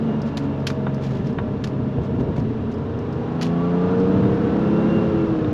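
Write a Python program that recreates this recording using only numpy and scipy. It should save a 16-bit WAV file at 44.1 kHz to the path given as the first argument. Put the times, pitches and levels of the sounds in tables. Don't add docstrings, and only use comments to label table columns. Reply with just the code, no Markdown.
import sys
import numpy as np
from scipy import signal
from scipy.fft import rfft, irfft, next_fast_len
from scipy.io import wavfile

SR = 44100
rng = np.random.default_rng(int(sys.argv[2]) if len(sys.argv) > 2 else 0)


def file_out(sig):
    cols = np.atleast_2d(sig).T
    lim = np.clip(cols, -1, 1)
    pcm = np.round(lim * 32767).astype(np.int16)
    wavfile.write(sys.argv[1], SR, pcm)


N = 243873
TIME = np.arange(N) / SR

# time in seconds, speed in turns per second.
CRANK_SPEED = [(0.0, 49.91), (0.45, 46.65), (0.6, 45.84), (1.2, 44.18), (1.55, 44.0), (1.8, 44.9),
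               (1.93, 44.3), (2.2, 45.65), (2.7, 49.1), (3.3, 53.99), (3.75, 58.67), (4.35, 66.17),
               (4.8, 70.86), (4.95, 71.8), (5.1, 71.16), (5.28, 69.59), (5.53, 63.67)]
# centre in Hz, width in Hz, lift in dB.
AIR_MODES = [(163, 16, 3.5), (221.4, 12, 7.5)]
# frequency in Hz, relative density in dB per Hz.
TICK_SPECTRUM = [(2000, -22), (4200, -6), (5300, 1.5), (6500, -12), (8200, -20), (11200, -16.5),
                 (14000, -34.5)]


def amp(db):
    return 10 ** (np.asarray(db) / 20)


def unit(x):
    return x / np.sqrt(np.mean(x ** 2) + 1e-20)


def curve(rows, axis=1):
    rows = np.asarray(rows)
    return np.interp(TIME, rows[:, 0], rows[:, axis])


def colour(x, points):
    hz, db = np.transpose(points)
    size = next_fast_len(len(x) + 2048)
    f = np.fft.rfftfreq(size, 1 / SR)
    gain = amp(np.interp(np.log(f + 1), np.log(hz), db))
    return irfft(rfft(x, size) * gain, size)[:len(x)]


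def noise(points):
    return unit(colour(rng.standard_normal(N), points))


def wander(count):
    knots = rng.standard_normal(6 * count + 4)
    fine = signal.resample(knots, 8 * len(knots))
    return unit(np.interp(TIME, np.arange(len(fine)) / (8 * count), fine))


def tone(turns, db):
    return np.sqrt(2) * amp(db) * np.sin(2 * np.pi * (turns + rng.random()))


def in_mode(f, hz, width_hz):
    return 1 / (1 + (2 * (f - hz) / width_hz) ** 2)


def lift_db(order, modes):
    f = order * curve(CRANK_SPEED)
    return sum(db * in_mode(f, hz, width_hz) for hz, width_hz, db in np.reshape(modes, (-1, 3)))


def cabin_db(order):
    # frequency in Hz, gain in dB.
    transmission = [(980, 1.5), (1080, -8), (1180, 1), (1300, -5.5), (1380, 4.5), (1550, -3.5),
                    (1730, -7.5), (2100, -14)]
    hz, db = np.transpose(transmission)
    return np.interp(order * curve(CRANK_SPEED), hz, db)


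def unsteady(turns, order, db):
    scatter = min(order / 20, 1)
    phase = order * turns + .05 * scatter * wander(count=18)
    return tone(phase, db + 2.5 * scatter * wander(count=14))


def booms(turns, throttle, coast_flutter=0.12, pull_flutter=0.1):
    boom_orders = [2, 2.5, 3, 4, 4.5, 4.692, 5, 6, 7, 7.5, 9, 10.5, 12, 14, 20]
    # centre in Hz, width in Hz, lift in dB.
    boom_rows = [(-48, -35.5, 92, 4, 8.7, 140, 18, 6.5), (-59, -39, 130.5, 21, 18.8, 179, 22, 13.6),
                 (-47.5, -24.5, 132.3, 15.2, 12.6, 169.6, 26, 6.5), (-55, -35.5, 178, 6.4, 11, 270, 9.2, 7),
                 (-47, -35.5, 198, 54, 6.1, 254, 40, 11.6),
                 (-39.5, -43, 295.5, 26.7, 10.5, 329.3, 51, 16.2),
                 (-57, -50.5, 287, 23, 6.4, 351, 34, 16.5), (-43, -35, 280, 6.3, 10.6, 425, 39, 6.7),
                 (-59, -46.5, 430, 51, 9.8, 472, 56, 16.9), (-47.5, -46.5, 459, 81, 22.1, 535, 15, 7.8),
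                 (-47.5, -48.5, 452, 110, 9.3, 552, 47, 7.8), (-58, -52, 476, 29, 16.3, 674, 110, 14),
                 (-66, -50, 584, 120, 12, 690, 43, 13), (-61.5, -45, 624, 74, 15.5, 784, 40, 6.2),
                 (-61, -56.5, 1154, 140, 16.3, 1386, 75, 6)]
    flutter = coast_flutter * (1 - throttle) + pull_flutter * throttle
    out = np.zeros(N)
    for order, (coast_db, pull_db, *modes) in zip(boom_orders, boom_rows):
        load_level_db = coast_db * (1 - throttle) + pull_db * throttle
        db = load_level_db + lift_db(order, modes) + lift_db(order, AIR_MODES)
        out += tone(order * turns, db) * (1 + flutter * np.sqrt(order / boom_orders[0]) * wander(count=14))
    return out


def exhaust(turns, throttle, level_db=0.44, drift_db=2):
    # cycles per crank turn, then relative levels in dB coasting and at
    low_orders = [(1, -58.5, -44), (1.5, -49, -40.5), (3.5, -43.5, -39), (5.5, -42, -40)]
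    # centre in Hz, width in Hz, lift in dB.
    growl_orders = [(6.5, -56.8, -40.1, 302.0, 11.0, 10.6), (8.0, -54.6, -48.6, 417.0, 57.0, 11.7),
                    (8.5, -47.1, -52.6, 451.0, 26.0, 9.6), (9.5, -51.1, -49.1, 463.0, 25.0, 11.8),
                    (10.0, -58.7, -48.1, 440.0, 90.0, 11.0), (11.0, -58.1, -58.0, 660.0, 80.0, 14.4),
                    (11.5, -61.3, -49.8, 691.0, 36.0, 8.0), (12.5, -60.3, -53.7, 575.0, 34.0, 11.5),
                    (13.0, -60.1, -53.0, 949.0, 117.0, 6.3), (13.5, -53.2, -53.7, 795.0, 48.0, 9.5),
                    (14.5, -61.8, -54.6, 1027.0, 22.0, 7.6), (15.0, -62.6, -53.6, 819.0, 102.0, 11.0),
                    (15.5, -62.3, -60.7, 825.0, 140.0, 9.5), (16.0, -62.7, -55.9, 934.0, 144.0, 6.6),
                    (16.5, -65.2, -51.3, 968.0, 29.0, 8.0), (17.0, -75.0, -54.6, 959.0, 48.0, 12.8),
                    (17.5, -69.0, -55.4, 852.0, 28.0, 10.6), (18.0, -63.1, -54.3, 966.0, 162.0, 9.1),
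                    (19.0, -66.3, -60.3, 1353.0, 40.0, 11.3), (19.5, -65.0, -50.2, 886.0, 47.0, 7.5),
                    (20.5, -66.2, -58.0, 967.0, 47.0, 16.1), (21.0, -64.7, -58.0, 951.0, 32.0, 8.2)]
    out = np.zeros(N)
    for order, coast_db, pull_db, *mode in low_orders + growl_orders:
        order = np.round(2 * order) / 2
        load_level_db = coast_db * (1 - throttle) + pull_db * throttle
        db = load_level_db + lift_db(order, mode) + lift_db(order, AIR_MODES)
        out += unsteady(turns, order, db + level_db + drift_db * wander(count=8))
    return out


def rasp(turns, throttle, level_db=-65, load_db=10, slope_db=-1.4, drift_db=4.5):
    orders = np.arange(22, 32, .5)
    comb = np.zeros(N)
    for order in orders:
        db = slope_db * (order - orders[0]) + cabin_db(order) + drift_db * wander(count=6)
        comb += unsteady(turns, order, db)
    return comb * amp(level_db + load_db * throttle)


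def fan(turns, throttle, blade_db=-60, blade_load_db=8, ring_hz=2790, ring_width_hz=260):
    # time in seconds, level at the resonance's peak in dB.
    whine = [(0, -58.5), (.25, -57), (.45, -62), (.65, -63), (.8, -67), (2.5, -71), (4.55, -60),
             (4.75, -54), (4.87, -52.5), (4.94, -46), (5.01, -47), (5.07, -54), (5.15, -54), (5.22, -49.5),
             (5.3, -56), (5.53, -56)]
    # centre in Hz, width in Hz, lift in dB.
    shroud_modes = [(960, 42, 5.5), (1360, 70, 4.5)]
    blade_order = 19.37
    waver, haze = .5, .35
    out = np.zeros(N)
    for k in range(1, 4):
        if k == 1:
            level = amp(blade_db + blade_load_db * throttle + lift_db(blade_order, shroud_modes))
        else:
            detuning = (k * blade_order * curve(CRANK_SPEED) - ring_hz) / ring_width_hz
            level = amp(curve(whine)) / (1 + detuning ** 2)
        slow = wander(count=20) + 1j * wander(count=20)
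        fast = wander(count=160) + 1j * wander(count=160)
        turbulence = 1 + waver * slow + haze * fast
        carrier = np.exp(2j * np.pi * k * blade_order * turns)
        out += level * unit((turbulence * carrier).real)
    return out


def rush(turns, throttle, rush_db=-39.5, rush_load_db=4, rush_octave_db=4,
         hiss_db=-52, hiss_load_db=4.5, hiss_octave_db=5, throb=0.13, lope=0.07):
    # frequency in Hz, relative density in dB per Hz.
    body_spectrum = [(300, -18.5), (550, 7), (700, 2), (830, 0.5), (980, -0.5), (1150, -1.5), (1400, -6),
                     (1750, -8), (2100, -21.5), (3000, -28.5), (6000, -57)]
    hiss_spectrum = [(1000, -10.5), (2000, 3.5), (2800, 1.5), (3700, -2), (4600, -9), (5600, -12),
                     (7000, -19.5), (8200, -28), (10000, -31), (11200, -23), (12200, -40), (13500, -48)]
    slow_pulse = np.cos(np.pi * turns) + np.cos(2 * np.pi * 3 * turns)
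    pulse = unit(1 + throb * np.cos(2 * np.pi * 6 * turns) + lope * slow_pulse)
    octaves = np.log2(curve(CRANK_SPEED) / 60)
    body = noise(body_spectrum) * amp(rush_db + rush_load_db * throttle + rush_octave_db * octaves)
    hiss = noise(hiss_spectrum) * amp(hiss_db + hiss_load_db * throttle + hiss_octave_db * octaves)
    return pulse * (body + hiss)


def panels(throttle, load_db=4):
    # centre in Hz, width in Hz, level in dB before the load term.
    panel_modes = [(456, 58, -42.5), (966, 40, -49.5), (1360, 41, -52), (1724, 29, -55.5),
                   (2777, 86, -58.5)]
    f = np.fft.rfftfreq(N, 1 / SR)
    ring = np.zeros(N)
    for hz, width_hz, db in panel_modes:
        spectrum = rfft(rng.standard_normal(N)) * in_mode(f, hz, width_hz)
        ring += amp(db) * unit(irfft(spectrum, N))
    return ring * amp(load_db * (throttle - 1.5))


def strike(s, db, decay, rise=0.00072, cabin_db=-17, cabin_decay=0.024):
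    t = np.maximum(TIME - s, 0)
    return amp(db) * (1 - np.exp(-t / rise)) * (np.exp(-t / decay) + amp(cabin_db) * np.exp(-t / cabin_decay))


def road(rumble_db=0, drone_db=-0.5, bump_decay=0.037, lump_db=0.47):
    # time in seconds, then relative levels in dB of the road rumble and the body drone.
    bed_levels = [(0, -49, -26), (.35, -41, -28.5), (.95, -44, -30), (1.2, -27.5, -26.5), (1.8, -31, -27),
                  (2.25, -28, -26.5), (2.95, -30, -30), (3.7, -39.5, -30.5), (4.25, -23.5, -23),
                  (4.55, -31.5, -25), (5.0, -29, -22.5), (5.53, -28, -30)]
    # frequency in Hz, relative density in dB per Hz.
    rumble_spectrum = [(15, -19.5), (30, -11.5), (48, -14.5), (70, -8), (100, 4), (130, 2), (170, -4.5),
                       (300, -34.5), (600, -81)]
    drone_spectrum = [(90, -22), (140, -6), (200, -1), (220, 6), (240, 3.5), (275, 1), (350, -8), (450, -3),
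                      (540, -19), (700, -22.5), (1100, -49), (2500, -70.5)]
    # time in seconds, envelope level in dB.
    seams = [(1.981, -20), (2.131, -23), (2.177, -23.5), (2.199, -25), (2.276, -21.5), (2.378, -18.5),
             (4.24, -29)]
    thud = noise([(20, -14.0), (35, -14.0), (70, 7.0), (200, 6.0), (450, -3.0), (900, -18.0), (2500, -70.0)])
    thuds = thud * sum(strike(s, db, bump_decay, rise=0.0013) for s, db in seams)
    rumble = noise(rumble_spectrum) * amp(curve(bed_levels, axis=1) + rumble_db)
    drone = noise(drone_spectrum) * amp(curve(bed_levels, axis=2) + drone_db)
    return thuds + (rumble + drone) * unit(amp(lump_db * wander(count=18)))


def relay(pull_in_db=-39, drop_out_db=-50, fade_db=-1.8, decay=0.0027, count=5):
    start_s, blink_s, drop_out_s = .2173, .7273, .384
    envelope = np.zeros(N)
    for k in range(count):
        tick_s = start_s + k * blink_s
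        envelope += strike(tick_s, pull_in_db + k * fade_db, decay)
        if k < count - 1:
            envelope += strike(tick_s + drop_out_s, drop_out_db + k * fade_db, decay)
    return noise(TICK_SPECTRUM) * envelope


def hands(grain_db=2.5):
    # start in seconds, length in seconds, envelope level in dB.
    slides = [(0.248, 0.061, -51), (0.383, 0.1, -55), (1.002, 0.08, -45), (1.017, 0.23, -51),
              (1.227, 0.092, -49.5), (2.01, 0.075, -53), (2.187, 0.042, -51), (2.352, 0.058, -50),
              (2.709, 0.025, -46.5)]
    # frequency in Hz, relative density in dB per Hz.
    slide_spectrum = [(800, -8), (2000, 4.5), (4000, -0.5), (6700, -8.5), (8500, -22), (11200, -18),
                      (14000, -31.5)]
    stick_slip = unit(amp(grain_db * wander(count=150)))
    envelope = np.zeros(N)
    for s, length, db in slides:
        envelope += amp(db) * np.sin(np.pi * np.clip((TIME - s) / length, 0, 1))
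    return noise(slide_spectrum) * stick_slip * envelope


def ringing(modes, s, db, bright):
    t = np.maximum(TIME - s, 0)
    live = (t > 0) & (t < .1)
    out = np.zeros(N)
    for k, (hz, mode_db, decay) in enumerate(modes):
        octaves = np.log2(hz / modes[0][0])
        size = (-1) ** k * amp(db + mode_db + bright * octaves)
        out[live] += size * np.exp(-t[live] / decay) * np.sin(2 * np.pi * hz * t[live])
    return out


def click(s, db, decay, bright, ring_db=-8.5, scrape_db=-0.5, grain_db=4):
    # frequency in Hz, relative density in dB per Hz.
    scrape_spectrum = [(500, -27), (1200, -1), (2400, 2.5), (3200, 3), (4200, 2), (5200, 0), (6700, -4),
                       (8200, -15), (11200, -8), (14000, -29)]
    # nominal frequency in Hz, nominal relative level in dB, decay in seconds.
    column_modes = [(1150, -7, .004), (1930, -8, .008), (2170, -9, .007), (2520, -3, .008),
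                    (3120, -2, .005), (3690, -4, .006), (4340, -1, .007), (4820, -3, .007),
                    (5420, -4, .006), (7150, -8, .005)]
    grit = rng.standard_normal(N) * amp(grain_db * wander(count=1500))
    tilted = [(hz, level + bright * np.log2(hz)) for hz, level in scrape_spectrum]
    scrape = unit(colour(grit, tilted))
    modes = []
    for hz, mode_db, ring_s in column_modes:
        varied_hz = hz * (1 + .01 * rng.standard_normal())
        modes.append((varied_hz, mode_db + 2 * rng.standard_normal(), ring_s))
    return scrape * strike(s, db + scrape_db, decay) + ringing(modes, s, db + ring_db, bright)


def knock(s, db, bright, ring_db=-2.5, rattle_db=-4.5, rattle_decay=0.0045):
    # frequency in Hz, relative level in dB, decay in seconds.
    trim_modes = [(870, -6, .004), (950, -2, .005), (1120, -7, .006), (1374, -9, .006), (1550, -6, .004),
                  (1850, -11, .003), (2334, -19.5, .006), (2900, -21, .0038), (3660, -21.5, .004)]
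    rattle = noise([(300, -14), (600, 13.0), (940, 9.5), (1200, 9), (1520, 11), (2300, -6), (3700, -12.5),
                    (5000, -36), (12000, -48.0)])
    return ringing(trim_modes, s, db + ring_db, bright) + rattle * strike(s, db + rattle_db, rattle_decay)


def loose_trim(tick_decay=0.0052):
    # time in seconds, envelope level in dB.
    trim_ticks = [(1.27, -48), (2.7403, -50.5), (2.9888, -48.5), (3.999, -48.5), (4.343, -54)]
    return noise(TICK_SPECTRUM) * sum(strike(s, db, tick_decay) for s, db in trim_ticks)


def controls():
    # time in
    # seconds, nominal level in dB, scrape decay in seconds, brightness in dB per octave.
    column_clicks = [(.3708, -26.5, .0055, -1.5), (.378, -35, .004, -2), (.6682, -19.5, .003, -1.5),
                     (.671, -21, .0035, -1), (.6815, -35, .004, -1), (.7012, -28, .003, -3),
                     (1.6396, -26.5, .0048, -2.5), (1.672, -39, .004, -1), (3.412, -26.5, .0045, -5),
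                     (3.4188, -30, .004, -4.5), (3.4248, -26, .0055, -1), (3.4295, -28, .006, -3.5),
                     (3.4435, -34, .007, -3), (3.4555, -40, .006, -2), (3.465, -40, .011, -3)]
    # time in seconds, nominal level in dB, brightness of
    # the ringing in dB per octave.
    dull_knocks = [(.7012, -28.5, 9), (.708, -34, 5), (.867, -19.5, 0), (.8772, -29, 0), (1.3852, -16, -.5),
                   (1.3885, -24, 2), (1.396, -30, 3), (1.4005, -29, 2), (4.235, -30, 3), (4.252, -28, 3),
                   (5.4456, -39.5, 12)]
    clicks = sum(click(*row) for row in column_clicks)
    knocks = sum(knock(*row) for row in dull_knocks)
    return relay() + hands() + clicks + knocks + loose_trim()


def scene():
    # time in seconds, throttle opening 0-1.
    throttle_rows = [(0, 0.57), (.45, 0.41), (1.1, 0.31), (1.6, 0.18), (2.3, 0.23), (2.8, 0), (3.25, 0.33),
                     (3.6, 0.73), (3.95, 0.99), (4.5, 0.9), (4.9, 0.96), (5.25, 0.64), (5.53, 0.5)]
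    jitter = .003 * wander(count=30) + .005 * wander(count=8)
    turns = np.cumsum(curve(CRANK_SPEED)) / SR + jitter
    throttle = curve(throttle_rows)
    tones = booms(turns, throttle) + exhaust(turns, throttle) + rasp(turns, throttle) + fan(turns, throttle)
    engine = tones + rush(turns, throttle) + panels(throttle)
    return (engine + road() + controls())[None]


def record(dry):
    # frequency in Hz, gain in dB.
    treble_response = [(20, 0), (8300, -0.5), (8800, -5), (9080, -20.5), (9400, -5), (10000, -5)]
    heard = colour(dry[0], treble_response)
    low_pass = signal.firwin(511, 14000, window=("kaiser", 9), fs=SR)
    return signal.oaconvolve(heard, low_pass, "same")[None]


dry = scene()
out = record(dry)
file_out(out)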